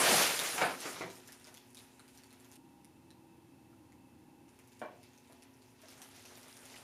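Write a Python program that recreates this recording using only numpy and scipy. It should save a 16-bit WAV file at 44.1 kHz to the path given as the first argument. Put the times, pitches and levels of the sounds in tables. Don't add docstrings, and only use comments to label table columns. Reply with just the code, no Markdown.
import sys
import numpy as np
from scipy import signal
from scipy.fft import rfft, irfft, next_fast_len
from scipy.io import wavfile
from scipy.ndimage import uniform_filter1d, map_coordinates

SR = 44100
rng = np.random.default_rng(int(sys.argv[2]) if len(sys.argv) > 2 else 0)


def bounce(signal):
    frames = np.transpose(np.atleast_2d(signal))
    limited = np.clip(frames, -1, 1)
    pcm = np.round(limited * 32767).astype(np.int16)
    wavfile.write(sys.argv[1], SR, pcm)


def field_ratio(decibels):
    return 10 ** (np.asarray(decibels, dtype=float) / 20)


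N = 301203

# [t/s, peak level/dB, f/Hz,
# after-rustle/s]
CREASE_SNAPS = [(0.392, -19, 3630, 0.086), (0.8043, -32, 10300, 0.041), (1.1015, -39.5, 3900, 0.046),
                (1.155, -43.5, 5280, 0.055), (1.2, -48, 3650, 0.051), (1.276, -39.5, 7220, 0.043),
                (1.3217, -36.5, 11100, 0.033), (1.3984, -51, 3650, 0.06), (1.444, -43, 5050, 0.097),
                (1.4711, -43, 6550, 0.053), (1.5423, -40.5, 9900, 0.06), (1.5723, -41.5, 3400, 0.044),
                (1.704, -51.5, 9700, 0.081), (1.747, -41.5, 9970, 0.073), (1.7708, -39.5, 3740, 0.12),
                (1.7894, -45, 3830, 0.06), (1.9948, -46, 4040, 0.054), (2.08, -47.5, 4800, 0.18),
                (2.15, -51, 8600, 0.06), (2.175, -43, 5940, 0.029), (2.2358, -45, 4550, 0.044),
                (2.3064, -50, 4200, 0.06), (2.3277, -47, 9800, 0.091), (2.3998, -48, 7440, 0.06),
                (2.4464, -49, 6650, 0.11), (2.5157, -45, 6950, 0.034), (2.5311, -46, 10200, 0.02),
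                (2.5566, -44, 11000, 0.04),
                (2.8462, -45, 10160, 0.06), (3.1053, -45.5, 4000, 0.06), (3.9221, -56, 6960, 0.06),
                  (4.5896, -47, 10000, 0.079), (4.6747, -53, 10400, 0.051), (4.7207, -53, 7080, 0.06),
                  (4.794, -47, 10800, 0.041), (4.817, -55, 3600, 0.06), (5.031, -47.5, 9700, 0.097),
                  (5.134, -53, 6660, 0.046), (5.1774, -49, 6300, 0.034), (5.274, -54.5, 3700, 0.049),
                  (5.3239, -48.5, 9800, 0.021), (5.4231, -45.5, 10800, 0.036), (5.5399, -55, 5670, 0.06),
                  (5.6218, -51.5, 4700, 0.11), (5.8175, -48, 5800, 0.06), (5.8377, -59, 5960, 0.06),
                (5.8845, -45, 5430, 0.032), (5.9034, -46, 10500, 0.035), (5.915, -49, 8120, 0.027),
                  (6.0182, -35, 8400, 0.034), (6.104, -52, 7600, .03), (6.16, -51, 10500, 0.036),
                  (6.253, -44, 5640, 0.037), (6.3744, -43.5, 13100, .03), (6.4308, -46, 7700, .03),
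                  (6.4827, -45, 9390, 0.067), (6.5686, -40.5, 11500, 0.013), (6.6548, -42, 9900, 0.034),
                  (6.7394, -52, 5200, .04), (6.759, -45, 4650, 0.044)]
ALL_SNAPS = CREASE_SNAPS
# [t/s, peak level/dB, f/Hz]
FINGER_TICKS = [(1.0095, -42, 2200), (1.022, -31, 1980), (1.2888, -47, 1790), (1.996, -53.5, 1340),
                (3.105, -58, 1750), (3.7304, -60, 1310), (3.922, -58, 2100), (4.5915, -55, 2400),
                (6.2535, -46.5, 2670), (6.7424, -45, 2050), (6.763, -43, 2870)]
# [t/s, level/dB]
HAND_EFFORT = [(0, -30), (.23, -28.5), (.38, -39), (.5, -38), (.63, -42.5), (.77, -53.5), (.86, -45.5),
               (1.09, -59.5), (1.25, -64), (1.73, -72), (2.17, -70.5), (2.57, -70), (4.5, -72.5),
               (5.76, -72.5), (5.9, -63.5), (6.26, -60.5), (6.53, -60), (6.83, -59.5)]
# [f/Hz, level per Hz/dB]
TISSUE_COLOUR = [(710, -43), (1200, -1.5), (1670, -3), (1820, -1.5), (4580, -4.5), (6230, -4.5),
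                 (7950, -7.5), (9940, -9), (13500, -13.5), (15200, -18.5)]
CARD_COLOUR = [(35, -53), (60, -29), (150, -3.5), (282, -4), (454, 0), (838, -0.5), (1100, -5),
               (1830, -6.5), (3500, -14), (4550, -24), (7700, -120)]

# [t/s, peak level/dB, rattle/s]
TUG_BLOWS = [
    (0.001, -26, 0.022),
    (0.036, -24, 0.024),
]
# [t/s, peak level/dB, rattle/s]
CATCH_BLOWS = [
    (0.579, -28.5, 0.028),
    (0.614, -23, 0.041),
]
# [t/s, peak level/dB, rattle/s]
SHIFT_BLOWS = [
    (0.855, -35, 0.02),
    (0.959, -42.5, 0.027),
    (1.009, -33, 0.02),
    (1.469, -53, 0.017),
]
# [t/s, peak level/dB, rattle/s]
KNOCK_BLOWS = [
    (4.816, -38.5, 0.04),
    (5.298, -56.5, 0.03),
    (5.834, -55, 0.026),
]
# [f/Hz, level per Hz/dB]
CATCH_COLOUR = [(88, -47), (150, -14.5), (342, -9), (580, -7.5), (646, -2.5), (882, -2.5), (1070, -4),
                (1140, -15), (1270, -4), (1640, -5.5), (1960, -13), (2600, -12), (3800, -20.5), (4940, -19),
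                (8360, -120)]
SHIFT_COLOUR = [(71, -41), (120, -4), (272, -9), (358, 2.5), (435, -9), (627, 1), (916, -3.5), (973, -3.5),
                (2140, -10), (2530, -19), (4500, -22.5), (5850, -48), (9900, -120)]
KNOCK_COLOUR = [(71, -60), (120, -32), (243, -5.5), (559, -3), (658, 2.5), (726, 1), (815, -12.5),
                (1020, -1.5), (1290, -14), (1730, -8.5), (2040, -16.5), (2400, -16), (6000, -44.5),
                (7800, -67), (13200, -120)]
# [f/Hz, level/dB, t60/s]
BAG_MODES = [(360, -3, 0.17), (545, -16, 0.22), (650, -6.5, 0.12), (727, -1, .3), (999, -2.5, 0.17),
             (1230, -18, .2), (1720, -9, 0.094), (1880, -22, .15), (2350, -3, 0.11)]

# [delay t/s, level/dB]
WALL_ECHOES = [(.0065, -2.5), (.013, -11), (.0205, -14), (.028, -14)]
# [f/Hz, t60/s]
ROOM_DECAY = [(200, 0.69), (600, 0.43), (1500, 0.33), (4000, 0.32), (12000, 0.035)]

# [f/Hz, level/dB]
MACHINE_LINES = [(118.4, -77), (236.9, -70.5), (263.8, -67.5), (360.7, -72.5), (409.1, -82.5),
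                 (769.8, -104), (839.8, -78), (936.7, -85), (979.8, -83)]
MOTOR_LINES = [(84, -78), (106, -79), (121, -74.5), (142, -72.5), (168, -82), (188, -77), (226.5, -75.5),
               (250, -76), (268, -72.5), (293, -91), (310, -73.5), (331, -71), (350, -88), (483, -101),
               (810, -81), (930, -78), (1022, -88.5)]
# (f/Hz, width/Hz, level/dB)
BEARING_WHINE = (2640, 110, -81.5)
# [f/Hz, level per Hz/dB]
USUAL_AIR = [(15, -52), (25, -30), (104, 0), (187, -9), (258, -5.5), (311, -8), (365, -8.5), (441, -10),
             (625, -16), (934, -9), (1220, -25.5), (2590, -21), (3770, -34), (10700, -36), (15200, -31)]
OTHER_AIR = [(15, -70), (25, -13), (48, -36), (75, -8.5), (203, -7.5), (320, -1), (441, -20), (478, -13),
             (714, -22), (795, -11.5), (960, -16.5), (1130, -24.5), (2590, -28), (3380, -30),
             (15200, -37.5)]
# [t/s, share of the other moment]
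OTHER_MOMENT = [
    (2.559, 0),
    (2.58, 1),
    (4.48, 0.84),
    (4.5, 0),
]

# (f/Hz, width/Hz, level/dB)
MIC_PEAK = (10400, 1840, 4.64)
# (f/Hz, width/Hz, depth 0-1)
MIC_DIP = (7900, 100, 0.62)


def paper():
    crackle_db, flex_db = effort()
    thin = 0.58 * crinkle(count=14000, low_hz=2220, high_hz=15800, spread_db=1.5, cycles=1.15, size=80)
    thin = patchy(thin + 1.46 * rng.standard_normal(N), depth_db=0.5)
    thin = field_ratio(0.62 * wobble(60)) * thin
    gentle = np.clip((-41.5 - crackle_db) / 15, 0, 1)
    apart = crinkle(count=2200, low_hz=3050, high_hz=15300, spread_db=4.5, cycles=2.0, size=120)
    thin = thin + 0.5 * gentle * apart
    stiff = 0.5 * crinkle(count=6000, low_hz=295, high_hz=3500, spread_db=-1.0, cycles=2.1, size=256)
    stiff = patchy(stiff + 1.28 * rng.standard_normal(N), depth_db=1.2)
    stiff = field_ratio(1.2 * wobble(35)) * stiff
    tissue = field_ratio(crackle_db - 0.03) * tinted(thin, TISSUE_COLOUR)
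    card = field_ratio(flex_db - 3.0) * tinted(stiff, CARD_COLOUR)
    return tissue + card


def effort():
    hands = field_ratio(2 * curves(HAND_EFFORT, -140)[0])
    after = dying([(s, db, fade) for s, db, hz, fade in ALL_SNAPS])
    jolts = dying([(s, db - 8.5, 0.077) for s, db, rattle in TUG_BLOWS + CATCH_BLOWS])
    t = np.arange(N) / SR
    present = (t < (OTHER_MOMENT[0][0] + OTHER_MOMENT[1][0]) / 2) | (t > OTHER_MOMENT[2][0])
    tissue = hands + field_ratio(2 * -20) * after
    card = field_ratio(2 * -1.5) * hands + field_ratio(2 * -26.5) * after + jolts
    return [10 * np.log10(present * power + 1e-14) for power in (tissue, card)]


def dying(events):
    out, t = np.zeros(N + SR), np.arange(SR // 2) / SR
    rise = 1 - np.exp(-t / 0.0023)
    for s, db, fade in events:
        out[round(s * SR):][:len(t)] += rise * field_ratio(2 * (db - 10 * t / max(fade, 1 / 200)))
    return out[:N]


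def crinkle(count, low_hz, high_hz, spread_db, cycles, size):
    when, pitch, chance = rng.random((count, 3)).T
    hz = low_hz * (high_hz / low_hz) ** pitch
    gain = hz * field_ratio(-spread_db * np.log(chance + 1 / 100))
    return unit(grains(when * N / SR, hz, gain, cycles, size))


def patchy(x, depth_db):
    z = signal.stft(x, nperseg=256)[2]

    def field(size):
        across_pitch = uniform_filter1d(rng.standard_normal(z.shape), size=size, axis=0)
        return unit(uniform_filter1d(across_pitch, size=size, axis=1))

    swell_db = 2 * field(size=22)
    return signal.istft(z * field_ratio(depth_db * field(size=7) + swell_db), nperseg=256)[1][:N]


def snaps():
    s, db, hz, _ = np.transpose(ALL_SNAPS)
    place, depth = rng.random((len(s), 2)).T
    ring = grains(s, hz, field_ratio(db - 7.5), 6.0, size=200)
    knock_db = db - 17 + 7 * (2 * depth - 1) - 3
    knock = grains(s, 1270 + 2030 * place, field_ratio(knock_db), 3.7, size=200)
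    tick_s, tick_db, tick_hz = np.transpose(FINGER_TICKS)
    tick = grains(tick_s, tick_hz, field_ratio(tick_db + 1.5), 3.0, size=400)
    return ring + knock + tick + clicks(s, db, hz)


def clicks(s, db, hz):
    size = 130
    u = np.arange(size) / SR / 0.00035
    burst = rng.standard_normal((len(s), size)) * u * np.exp(1 - u) * field_ratio(db - 8)[:, None]
    octaves = np.log2((np.fft.rfftfreq(size, 1 / SR) + 1) / hz[:, None])
    burst = irfft(rfft(burst) / (1 + (octaves / 3.3) ** 4), size)
    at = np.round(s * SR).astype(int)[:, None] + np.arange(size)
    click = np.bincount(at.ravel(), burst.ravel(), N + SR)[:N]

    def sheet(f):
        return field_ratio(along(TISSUE_COLOUR, f) + 11.5) * f ** 2 / (f ** 2 + 4200 ** 2)

    return filtered(click, sheet)


def taps():
    out, t = np.zeros(N + SR), np.arange(SR // 8) / SR
    onset = 1 - np.exp(-t / 0.00026)
    contact = 2.25 * np.exp(-t / 0.003)
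    groups = ((CATCH_BLOWS, CATCH_COLOUR), (SHIFT_BLOWS, SHIFT_COLOUR), (KNOCK_BLOWS + TUG_BLOWS, KNOCK_COLOUR))
    for blows, colour in groups:
        for s, db, rattle in blows:
            shape = onset * (1 / (1 + (t / rattle) ** 4) + contact)
            noise = tinted(rng.standard_normal(len(t)), colour)
            out[round(s * SR):][:len(t)] += field_ratio(db - 13.5) * shape * noise
    return out[:N]


def hollow():
    out, t = np.zeros(N + SR), np.arange(SR // 4) / SR
    for s, db, rattle in KNOCK_BLOWS + TUG_BLOWS + SHIFT_BLOWS[2:]:
        ring = np.zeros(len(t))
        for hz, level, t60 in BAG_MODES:
            decay_db = -60 * t / min(t60, 0.13)
            ring += field_ratio(level + rng.normal(0, 1.2) + decay_db) * np.sin(2 * np.pi * hz * t)
        out[round(s * SR):][:len(t)] += field_ratio(db - 16) * ring
    return out[:N]


def room(x, wet_db):
    out, step, cut = np.pad(x, (0, SR)), SR // 3, round(OTHER_MOMENT[1][0] * SR)
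    for delay, db in WALL_ECHOES:
        out[round(delay * SR):][:N] += field_ratio(db) * x
    for start in range(0, N, step):
        hz, t, z = signal.stft(rng.standard_normal(SR // 2), SR, nperseg=256)
        decay = field_ratio(-60 * t / along(ROOM_DECAY, hz)[:, None])
        tail = signal.istft(z * decay, SR, nperseg=256)[1]
        wet = signal.fftconvolve(x[start:start + step], tail / np.linalg.norm(tail))
        if start < cut:
            wet = wet[:cut - start]
        out[start:][:len(wet)] += field_ratio(wet_db) * wet
    return out[:N]


def room_tone():
    share = np.clip(curves(OTHER_MOMENT, 0)[0], 0, 1)
    usual = tones(MACHINE_LINES, unsteady_db=-1.5, drift=0.94, rate=10.0)
    usual = usual + field_ratio(-66.5) * tinted(rng.standard_normal(N), USUAL_AIR)
    other = tones(MOTOR_LINES, unsteady_db=3.0, drift=0.61, rate=6.0)
    other = other + field_ratio(-62.5) * tinted(rng.standard_normal(N), OTHER_AIR)
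    hz, width, whine_db = BEARING_WHINE
    whine = unit(filtered(rng.standard_normal(N), lambda f: resonance(f, hz, width) ** 2))
    return np.sqrt(1 - share) * usual + np.sqrt(share) * other + field_ratio(whine_db) * whine


def tones(lines, unsteady_db, drift, rate):
    t, out = np.arange(N) / SR, np.zeros(N)
    for hz, db in lines:
        strength = field_ratio(db + 2.5 + unsteady_db * wobble(rate))
        out += strength * np.sin(2 * np.pi * hz * t + drift * wobble(rate))
    return out


def resonance(f, hz, width):
    return 1j * f * width / (hz * hz - f * f + 1j * f * width)


def grains(s, hz, gain, cycles, size):
    t = np.arange(size) / SR
    decay = np.exp(-t * (hz / cycles)[:, None])
    wave = gain[:, None] * np.sin(2 * np.pi * hz[:, None] * t) * decay
    at = np.round(s * SR).astype(int)[:, None] + np.arange(size)
    return np.bincount(at.ravel(), wave.ravel(), N + SR)[:N]


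def unit(x):
    return x / np.sqrt(np.mean(x ** 2) + 1e-20)


def along(points, hz):
    f, v = np.transpose(points)
    return np.interp(np.log(hz + 1), np.log(f + 1), v)


def curves(rows, outside):
    s, *cols = np.transpose(rows)
    return np.array([np.interp(np.arange(N) / SR, s, c, outside, outside) for c in cols])


def wobble(rate):
    coarse = np.arange(0, N + 64, 64)
    knots = rng.standard_normal(int(N * rate / SR) + 4)
    return np.interp(np.arange(N), coarse, map_coordinates(knots, [coarse * rate / SR]))


def filtered(x, response):
    m = next_fast_len(len(x) + SR // 2)
    return irfft(rfft(x, m) * response(np.fft.rfftfreq(m, 1 / SR)), m)[:len(x)]


def tinted(x, spectrum):
    return unit(filtered(x, lambda hz: field_ratio(along(spectrum, hz))))


def scene():
    creases = room(snaps(), wet_db=-8)
    blows = filtered(taps() + hollow(), lambda f: f ** 4 / (f ** 4 + 110 ** 4))
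    mono = paper() + creases + room(blows, wet_db=0.5) + room_tone()
    return np.array([mono, mono])


def low_pass(x):
    return signal.sosfilt(signal.butter(12, 15350, fs=SR, output="sos"), x)


def record(dry):
    peak_hz, peak_width, peak_db = MIC_PEAK
    dip_hz, dip_width, dip_depth = MIC_DIP

    def bell(f, hz, width):
        return 1 / (1 + ((f - hz) / width) ** 2)

    def microphone(f):
        peak = field_ratio(peak_db * bell(f, peak_hz, peak_width))
        dip = 1 - dip_depth * bell(f, dip_hz, dip_width)
        return peak * dip / (1 + (f / 15400) ** 60)

    mono = filtered(dry[0], microphone)
    mono = mono / (1 + np.abs(mono / 0.19) ** 4) ** (1 / 4)
    return low_pass(np.array([mono, mono]))


dry = scene()
out = record(dry)
bounce(out)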